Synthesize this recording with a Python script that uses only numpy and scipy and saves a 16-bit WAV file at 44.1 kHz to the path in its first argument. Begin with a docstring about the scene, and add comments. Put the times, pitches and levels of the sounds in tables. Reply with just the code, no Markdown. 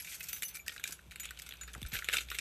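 """A bunch of keys with plastic fobs is gathered in the hand and lifted off a wall rack in a small hallway.
The keys slide over each other and knock together in short, hand-damped clinks that chatter as they
settle. Now and then one swings free and rings, or its tip flicks the key ring with a dry tick.
The lanyard gives a few soft, falling thumps as it comes away, over a low hum and quiet room air."""
import sys
import numpy as np
from scipy import signal
from scipy.fft import rfft, irfft
from scipy.io import wavfile

SR = 44100
rng = np.random.default_rng(int(sys.argv[2]) if len(sys.argv) > 2 else 0)


def transcribe(signal):
    """Save signal, clipped to [-1, 1], as a 16-bit WAV file at the path in sys.argv[1]."""
    frames = np.atleast_2d(signal).T
    limited = np.clip(frames, -1, 1)
    pcm = np.round(limited * 32767).astype(np.int16)
    wavfile.write(sys.argv[1], SR, pcm)


N = 106016

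# A "fade" is the time a sound takes to drop by 60 dB. A "mode" is a pitch at which a thing likes to ring.
# Levels in the tables are starting points: the functions turn them up or down.
# Keys knocking together; body is the low part of a clink, clack the middle and treble the top:
# (time [s], clack level [dB], body above clack [dB], treble above clack [dB], chatter fade [s])
KEY_HITS = [(0.0001, -47, -26, 3.5, 0.078), (0.0212, -63, 8, 17.5, 0.051), (0.0453, -50, -33, 4.5, 0.15),
            (0.072, -49.5, -31, -2, 0.091), (0.0936, -58, -13, 10, 0.054), (0.1157, -47.5, -28, -4, 0.17),
            (0.2056, -41.5, -30, 1, 0.029), (0.2293, -59.5, 0, 15.5, 0.098), (0.2383, -51, -20, 9.5, 0.058),
            (0.2851, -53, -4, 15.5, 0.074), (0.288, -48, -11, -1, 0.12), (0.3291, -40, -4.5, 7.5, 0.036),
            (0.365, -49.5, 0, 2.5, 0.038), (0.4223, -37, -13, 3, 0.018), (0.431, -37.5, -11, 5, 0.044),
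            (0.4824, -64.5, -10, 20.5, 0.071), (0.5455, -51, 3.5, 4, 0.09), (0.5522, -53.5, -10, 12, 0.048),
            (0.571, -52, -1, 5, 0.012), (0.6627, -60, 12, 12, 0.18), (0.6805, -36, -23, 4.5, 0.01),
            (0.6938, -41.5, -4, -36, 0.028), (0.7181, -51.5, 2.5, -15, 0.047),
            (0.7623, -51, 10.5, 2, 0.029), (0.779, -45.5, -24, -28, 0.013),
            (0.7965, -50.5, 6.5, 3.5, 0.022), (0.8393, -34, -40, 3.5, 0.014),
            (0.853, -54, 12.5, -16, 0.034), (0.876, -44, -3, 7.5, 0.022), (0.9078, -59, 9, 15, 0.031),
            (0.9231, -47, 1, 10, 0.048), (0.9903, -65, 16.5, -21, 0.017), (1.11, -49.5, -33, -1.5, 0.1),
            (1.1198, -55, 8, 3, 0.0095), (1.1581, -44, -6, -0.5, 0.029), (1.1978, -44.5, -12, 5.5, 0.059),
            (1.233, -47, -13, 2.5, 0.098), (1.2452, -46, -30, -3, 0.11), (1.2542, -46, -3, 6.5, 0.021),
            (1.2884, -49.5, -19, -8, 0.063), (1.3078, -50.5, 12.5, 9.5, 0.022),
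            (1.3734, -49.5, -4, -22, 0.023), (1.3892, -48.5, -12, 4, 0.033), (1.3971, -46, -28, 3.5, 0.013),
            (1.4189, -49.5, -4, 7, 0.047), (1.4634, -50, -1, 3.5, 0.061), (1.4902, -46.5, -10, 5, 0.019),
            (1.5085, -46, -3, -6, 0.026), (1.523, -43.5, -31, -12, 0.011), (1.5365, -50.5, 1, 0, 0.037),
            (1.6108, -49, 3.5, 3, 0.069), (1.634, -53, 9, 6.5, 0.029), (1.677, -51.5, 6, -30, 0.11),
            (1.737, -48, 0.5, 2.5, 0.028), (1.7497, -50.5, 15, 3.5, 0.0099),
            (1.8166, -47.5, -21, 3.5, 0.012), (1.8289, -40.5, -34, -1.5, 0.0084),
            (1.8505, -56.5, 13, -16, 0.017), (1.8627, -50, -2.5, 3.5, 0.099), (1.918, -46, -3.5, -16, 0.09),
            (1.932, -42, -19, 1, 0.037), (1.9369, -41, 2.5, 4.5, 0.14), (1.9469, -43.5, 8.5, 0, 0.058),
            (1.9542, -43, 8, -13, 0.03), (1.966, -35.5, -9, -9, 0.028), (1.9884, -38, -1, -1.5, 0.029),
            (2.0225, -53.5, 19.5, -4, 0.0098), (2.0447, -41.5, -13, 3, 0.025),
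            (2.0872, -26.5, -0.5, -9.5, 0.017), (2.0964, -40, 7, -23, 0.037),
            (2.1146, -43.5, -5, -1, 0.095), (2.1279, -35.5, -1.5, 0, 0.062), (2.135, -27.5, -9, -3, 0.036),
            (2.142, -33, 3, 0.5, 0.069), (2.1619, -36, -9, -14, 0.034), (2.1685, -29, -7.5, -3, 0.035),
            (2.1828, -31.5, -15, -19, 0.031), (2.1868, -38, 0, -14, 0.0081),
            (2.2072, -40.5, -2.5, 1.5, 0.055), (2.2862, -48.5, -24, -35, 0.034),
            (2.301, -41, -33, 1, 0.018), (2.3152, -39.5, 8, -5, 0.04), (2.3448, -42.5, -25, -1, 0.097),
            (2.3499, -43.5, 0, -4, 0.024), (2.3864, -32.5, -20, 1, 0.035)]
# Low modes of the held bunch: (pitch [Hz], width [Hz], level [dB])
BODY = [(1558, 270, 2), (1750, 335, -2)]
# Middle modes of the held bunch: (pitch [Hz], width [Hz], level [dB])
CLACK = [(2333, 820, 7), (2962, 670, -1.5), (3466, 290, 4)]
# High modes of the held bunch: (pitch [Hz], width [Hz], level [dB])
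TREBLE = [(4976, 1080, 4.5), (6080, 1500, 5), (7500, 2300, 3), (8160, 3500, -1), (10520, 220, 6),
          (11540, 820, 0), (12550, 2050, 1)]
# Dull modes of the plastic fobs: (pitch [Hz], width [Hz], level [dB])
FOB_MODES = [(378, 350, -5), (750, 380, -11)]
# Keys sliding over each other: (time [s], level [dB], treble above the rest [dB])
SLIDE_CURVE = [(0, -60, 1), (.15, -51, 7.5), (.19, -59.5, 3.5), (.25, -54.5, 0.5), (.38, -50.5, 1.5),
               (.41, -60.5, 4), (.46, -62, 5), (.52, -53.5, -11), (.56, -63, 15.5), (.63, -70.5, -15),
               (.72, -59.5, 10), (.82, -57, -7.5), (.87, -48.5, 2), (.96, -61, -1.5), (1.06, -70, -2),
               (1.15, -64.5, -2), (1.25, -49.5, -15), (1.35, -61, -3), (1.5, -56, -4.5), (1.58, -57, -7),
               (1.715, -63.5, 0.5), (1.8, -58, -5.5), (1.91, -60, -1), (1.955, -55.5, 7),
               (2.01, -55.5, 0.5), (2.07, -49.5, -8.5), (2.16, -39.5, -2), (2.22, -55, 4.5),
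               (2.27, -62.5, -3), (2.32, -46.5, -4), (2.4, -55.5, 1.5)]
# A key or fob swinging free: (time [s], pitch [Hz], level [dB], fade without the fingers [s])
FREE_RINGS = [(0.001, 11285, -48, 0.18), (0.074, 2340, -49, 0.09), (0.196, 13480, -48, 0.09),
              (0.206, 2560, -42, 0.06), (0.231, 13300, -49, 0.12), (0.287, 13880, -44, 0.14),
              (0.33, 6095, -48, 0.24), (0.335, 10105, -51, 0.2), (0.335, 13830, -46, 0.3),
              (0.425, 11285, -45, 0.18), (0.432, 2900, -45, 0.09), (0.44, 13860, -45, 0.16),
              (0.447, 10735, -48, 0.17), (0.45, 6095, -44.5, 0.22), (0.478, 10105, -51, 0.13),
              (0.481, 13800, -44, 0.1), (0.541, 10900, -50, 0.16), (0.544, 2340, -47, 0.06),
              (0.557, 13600, -46, 0.06), (0.567, 2340, -43, 0.035), (0.58, 12430, -58, 0.22),
              (0.593, 2340, -47, 0.07), (0.595, 6945, -57, 0.16), (0.681, 1870, -39, 0.05),
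              (0.681, 3700, -38, 0.035), (0.84, 2400, -28, 0.018), (0.84, 3720, -28, 0.017),
              (0.923, 11200, -48, 0.1), (1.199, 6966, -45, 0.14), (1.199, 12420, -50, 0.16),
              (1.612, 6960, -45.5, 0.14), (1.75, 1520, -42, 0.035), (1.883, 12720, -51, 0.09),
              (1.938, 13300, -41, 0.12), (2.023, 1465, -42, 0.045), (2.135, 3745, -39, 0.06),
              (2.168, 9000, -40, 0.06), (2.302, 13330, -48, 0.11)]
# High modes of the key blades: (pitch [Hz])
BLADE_PITCHES = [5360, 6095, 6960, 7880, 10735, 11285, 11630, 12420, 13300, 13830]
# Tone colour of the room air: (frequency [Hz], level [dB])
AIR_COLOUR = [(20, -28), (45, -1), (70, 6.5), (110, -4.5), (170, 2), (220, -10), (500, -12), (1000, -15),
              (3000, -25), (14000, -31)]
# Rise and fall of the mains hum: (time [s], level [dB])
HUM_CURVE = [(0, -96), (1.0, -64.5), (1.55, -60.5), (1.65, -53), (1.76, -52), (1.86, -58.5), (2.15, -58),
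             (2.27, -51), (2.4, -58.5)]
# The lanyard coming away: (time [s], level [dB], length [s], time until the pitch has halved [s])
LANYARD_THUMPS = [(0.892, -43, 0.0064, 0.0034), (1.058, -52.5, 0.052, 0.0047),
                  (1.757, -39.5, 0.012, 0.0015), (1.778, -40.5, 0.0051, 0.0011),
                  (1.816, -41, 0.066, 0.00357), (1.922, -42.5, 0.06, 0.00353)]
# A key tip flicking its ring: (time [s], level [dB])
TIP_TICKS = [(1.3723, -49), (1.5705, -48), (1.677, -46.5), (1.7332, -40), (1.7795, -48), (1.922, -41),
             (1.929, -44)]


def from_db(db):
    """Turn decibels into a number to multiply a sound by."""
    return 10 ** (np.asarray(db) / 20)


def rms_one(x):
    """Scale a sound so that its average strength (rms) is 1."""
    return x / np.sqrt(np.mean(x ** 2) + 1e-20)


def in_time(rows):
    """Join a table's points with straight lines, giving one value per sample."""
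    times, *columns = np.transpose(rows)
    return [np.interp(np.arange(N) / SR, times, column) for column in columns]


def add(out, start, sound):
    """Mix a sound in at a start time given in seconds."""
    i = int(np.clip(start * SR, 0, N - 1))
    out[i:i + len(sound)] += sound[:N - i]


def low_noise(top_hz, shape):
    """Noise with the part above top_hz turned down."""
    lowpass = signal.butter(2, top_hz, fs=SR, output="sos")
    return rms_one(signal.sosfilt(lowpass, rng.standard_normal(shape)))


def mode_filter(hz, width_hz):
    """A filter that rings at one pitch: the narrower it is, the longer it rings."""
    r = np.exp(-np.pi * width_hz / SR)
    return [(1 - r * r) / 2, 0, (r * r - 1) / 2, 1, -2 * r * np.cos(2 * np.pi * hz / SR), r * r]


def resonate(force, modes, detune=0.053, spread_db=1.5):
    """Make modes ring. Pitch and strength vary, as each contact strikes another key at another spot."""
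    out = 0
    for (hz, width_hz, db), (shift, louder) in zip(modes, rng.standard_normal((len(modes), 2))):
        pitch = hz * (1 + detune * shift)
        peak = mode_filter(pitch, width_hz)
        steep_sides = mode_filter(pitch, width_hz + hz / 2)
        out = out + from_db(db + spread_db * louder) * signal.sosfilt([peak, steep_sides], force + 1e-18)
    return out


def clinks(size=3000, rise_s=.0006, strike_fade_s=.0039, bounces_per_s=4000, heavy_db=-39.5):
    """A strike and its tiny dying bounces shake keys and fobs; returns the metal and the plastic sound."""
    metal, fobs, t = np.zeros(N), np.zeros(N), np.arange(size) / SR
    for start, db, body_db, treble_db, fade_s in KEY_HITS:
        strike = rng.standard_normal(size) * from_db(-60 * t / strike_fade_s) * (1 - np.exp(-t / rise_s))
        bounces = rng.standard_normal(size) * (rng.random(size) < bounces_per_s / SR)
        force = strike / np.linalg.norm(strike) + bounces * from_db(-1 - 60 * t / fade_s)
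        length = SR * (.003 + fade_s / np.log(1e6))   # in samples: a longer clink gets more energy
        # Louder contacts come from heavier pieces, which sound duller.
        loss_db_per_octave = 0.8 * max(db - heavy_db, 0)
        treble = [(hz, width_hz, mode_db - loss_db_per_octave * np.log2(hz / TREBLE[0][0]))
                  for hz, width_hz, mode_db in TREBLE]
        knock_db = db - 17.5 + np.clip(body_db, -10, 10) / 2   # more body, more knock
        for out, modes, level_db in ((fobs, FOB_MODES, knock_db),
                                     (metal, BODY, db + body_db - 2.9),
                                     (metal, CLACK, db + 1.52),
                                     (metal, treble, db + treble_db - 2.29)):
            sound = resonate(force, modes)
            add(out, start, from_db(level_db) * np.sqrt(length) * sound / np.linalg.norm(sound))
    return metal, fobs


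def sliding(key_count=6, slips_per_s=1200, spread_db=1.5):
    """Rubbing keys slip in tiny ticks: crowded when pressed hard, separate when touching lightly."""
    db, treble_db = in_time(SLIDE_CURVE)
    density = np.sqrt(from_db(db - db.mean()))   # scales the slip rate; 1 at the average level
    low, high = 0, 0
    for _ in range(key_count):
        sizes = from_db(spread_db * np.minimum(rng.exponential(1, N), 2))
        directions = rng.choice([-1, 1], N)
        slipping = rng.random(N) < slips_per_s * density / key_count / SR
        slips = sizes * directions * slipping / np.sqrt(density)
        low = low + resonate(slips, BODY + CLACK)
        high = high + resonate(slips, TREBLE)
    return from_db(db - 2) * (rms_one(low) + from_db(treble_db) * rms_one(high))


def free_keys(rise_s=.0012, finger_damping_db_per_s=35, buzz_depth=.35):
    """A loose key rings at one pitch and buzzes against its neighbours while the fingers damp it."""
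    out, t = np.zeros(N), np.arange(SR // 2) / SR
    for start, hz, db, fade_s in FREE_RINGS:
        level_buzz, phase_buzz = buzz_depth * low_noise(top_hz=120, shape=(2, len(t)))
        phase = 2 * np.pi * hz * t
        tone = (1 + level_buzz) * np.sin(phase) + phase_buzz * np.cos(phase)
        loudness = from_db(db + 5 - (60 / fade_s + finger_damping_db_per_s) * t)
        add(out, start, loudness * (1 - np.exp(-t / rise_s)) * tone)
    return out


def blade_shimmer(jolts, width_hz=30, gain_db=2):
    """Every jolt leaves the key blades shimmering faintly on their high modes."""
    return from_db(gain_db) * sum(signal.sosfilt([mode_filter(hz, width_hz)], jolts)
                                  for hz in BLADE_PITCHES)


def hallway_echo(sound, fade_s=0.2, gap_s=0.0044, top_hz=7400, gain_db=-11.5):
    """The nearby walls send the sound back as a short, blurred, slightly dull echo."""
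    t = np.arange(SR // 2) / SR
    tail = rng.standard_normal(len(t)) * from_db(-60 * t / fade_s) * (t > gap_s)
    lowpass = signal.butter(1, top_hz, fs=SR, output="sos")
    dull_tail = signal.sosfilt(lowpass, tail / np.linalg.norm(tail))
    return from_db(gain_db) * signal.fftconvolve(sound, dull_tail)[:N]


def room_air(level_db=-62.5):
    """The air in the room is a quiet, steady noise, strongest in the bass."""
    hz, db = np.transpose(AIR_COLOUR)
    frequencies = np.fft.rfftfreq(N, 1 / SR)
    colour = from_db(np.interp(np.log(frequencies + 1), np.log(hz), db))
    air = irfft(rfft(rng.standard_normal(N)) * colour, N)
    return from_db(level_db) * rms_one(air)


def mains_hum(hz=59.6):
    """Mains electricity hums on one low note that swells and sinks."""
    db, = in_time(HUM_CURVE)
    return from_db(db) * rms_one(np.sin(2 * np.pi * hz * np.arange(N) / SR))


def lanyard(start_hz=720, wobble_depth=.45, rustle_db=-11, rustle_fade_s=.07):
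    """The strap rustles and gives soft, uneven thumps whose pitch drops quickly into the bass."""
    out, t = np.zeros(N), np.arange(SR // 4) / SR
    for start, db, length_s, fall_s in LANYARD_THUMPS:
        hz = start_hz / (1 + t / fall_s)
        rise = 1 - np.exp(-t / (2.5 * fall_s))
        swell = rise / (1 + (t / length_s) ** 10)   # dies quickly after length_s
        wobble = 1 + wobble_depth * low_noise(top_hz=70, shape=len(t))
        thump = swell * wobble * np.sin(2 * np.pi * np.cumsum(hz) / SR)
        rustle = from_db(rustle_db - 60 * t / rustle_fade_s) * low_noise(top_hz=700, shape=len(t))
        add(out, start, from_db(db) * (thump + rustle))
    return out


def tip_ticks(size=600, fade_s=0.0062):
    """A key tip flicks its ring: one light touch with no chatter, less damped than a clink."""
    out, t = np.zeros(N), np.arange(size) / SR
    narrow_modes = [(hz, width_hz / 2, db) for hz, width_hz, db in TREBLE]
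    length = SR * fade_s / np.log(1e6)
    for start, db in TIP_TICKS:
        touch = rng.standard_normal(size) * from_db(-60 * t / fade_s)
        sound = resonate(touch, narrow_modes, spread_db=3)
        add(out, start, from_db(db) * np.sqrt(length) * sound / np.linalg.norm(sound))
    return out


def scene(low_edge_hz=1218):
    """Mix the nearby keys and their lanyard with the hallway behind them."""
    metal, fobs = clinks()
    jolts = metal + tip_ticks() + sliding()
    # Small keys give off very little low sound.
    highpass = signal.butter(6, low_edge_hz, "high", fs=SR, output="sos")
    keys = signal.sosfilt(highpass, jolts + free_keys() + blade_shimmer(jolts)) + fobs
    mix = keys + hallway_echo(keys) + lanyard() + room_air() + mains_hum()
    return mix[None]   # one channel


def record(dry):
    """Cut away the very highest treble steeply."""
    top_hz = 13950
    return signal.sosfilt(signal.ellip(10, .3, 75, top_hz, fs=SR, output="sos"), dry)


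dry = scene()
out = record(dry)
transcribe(out)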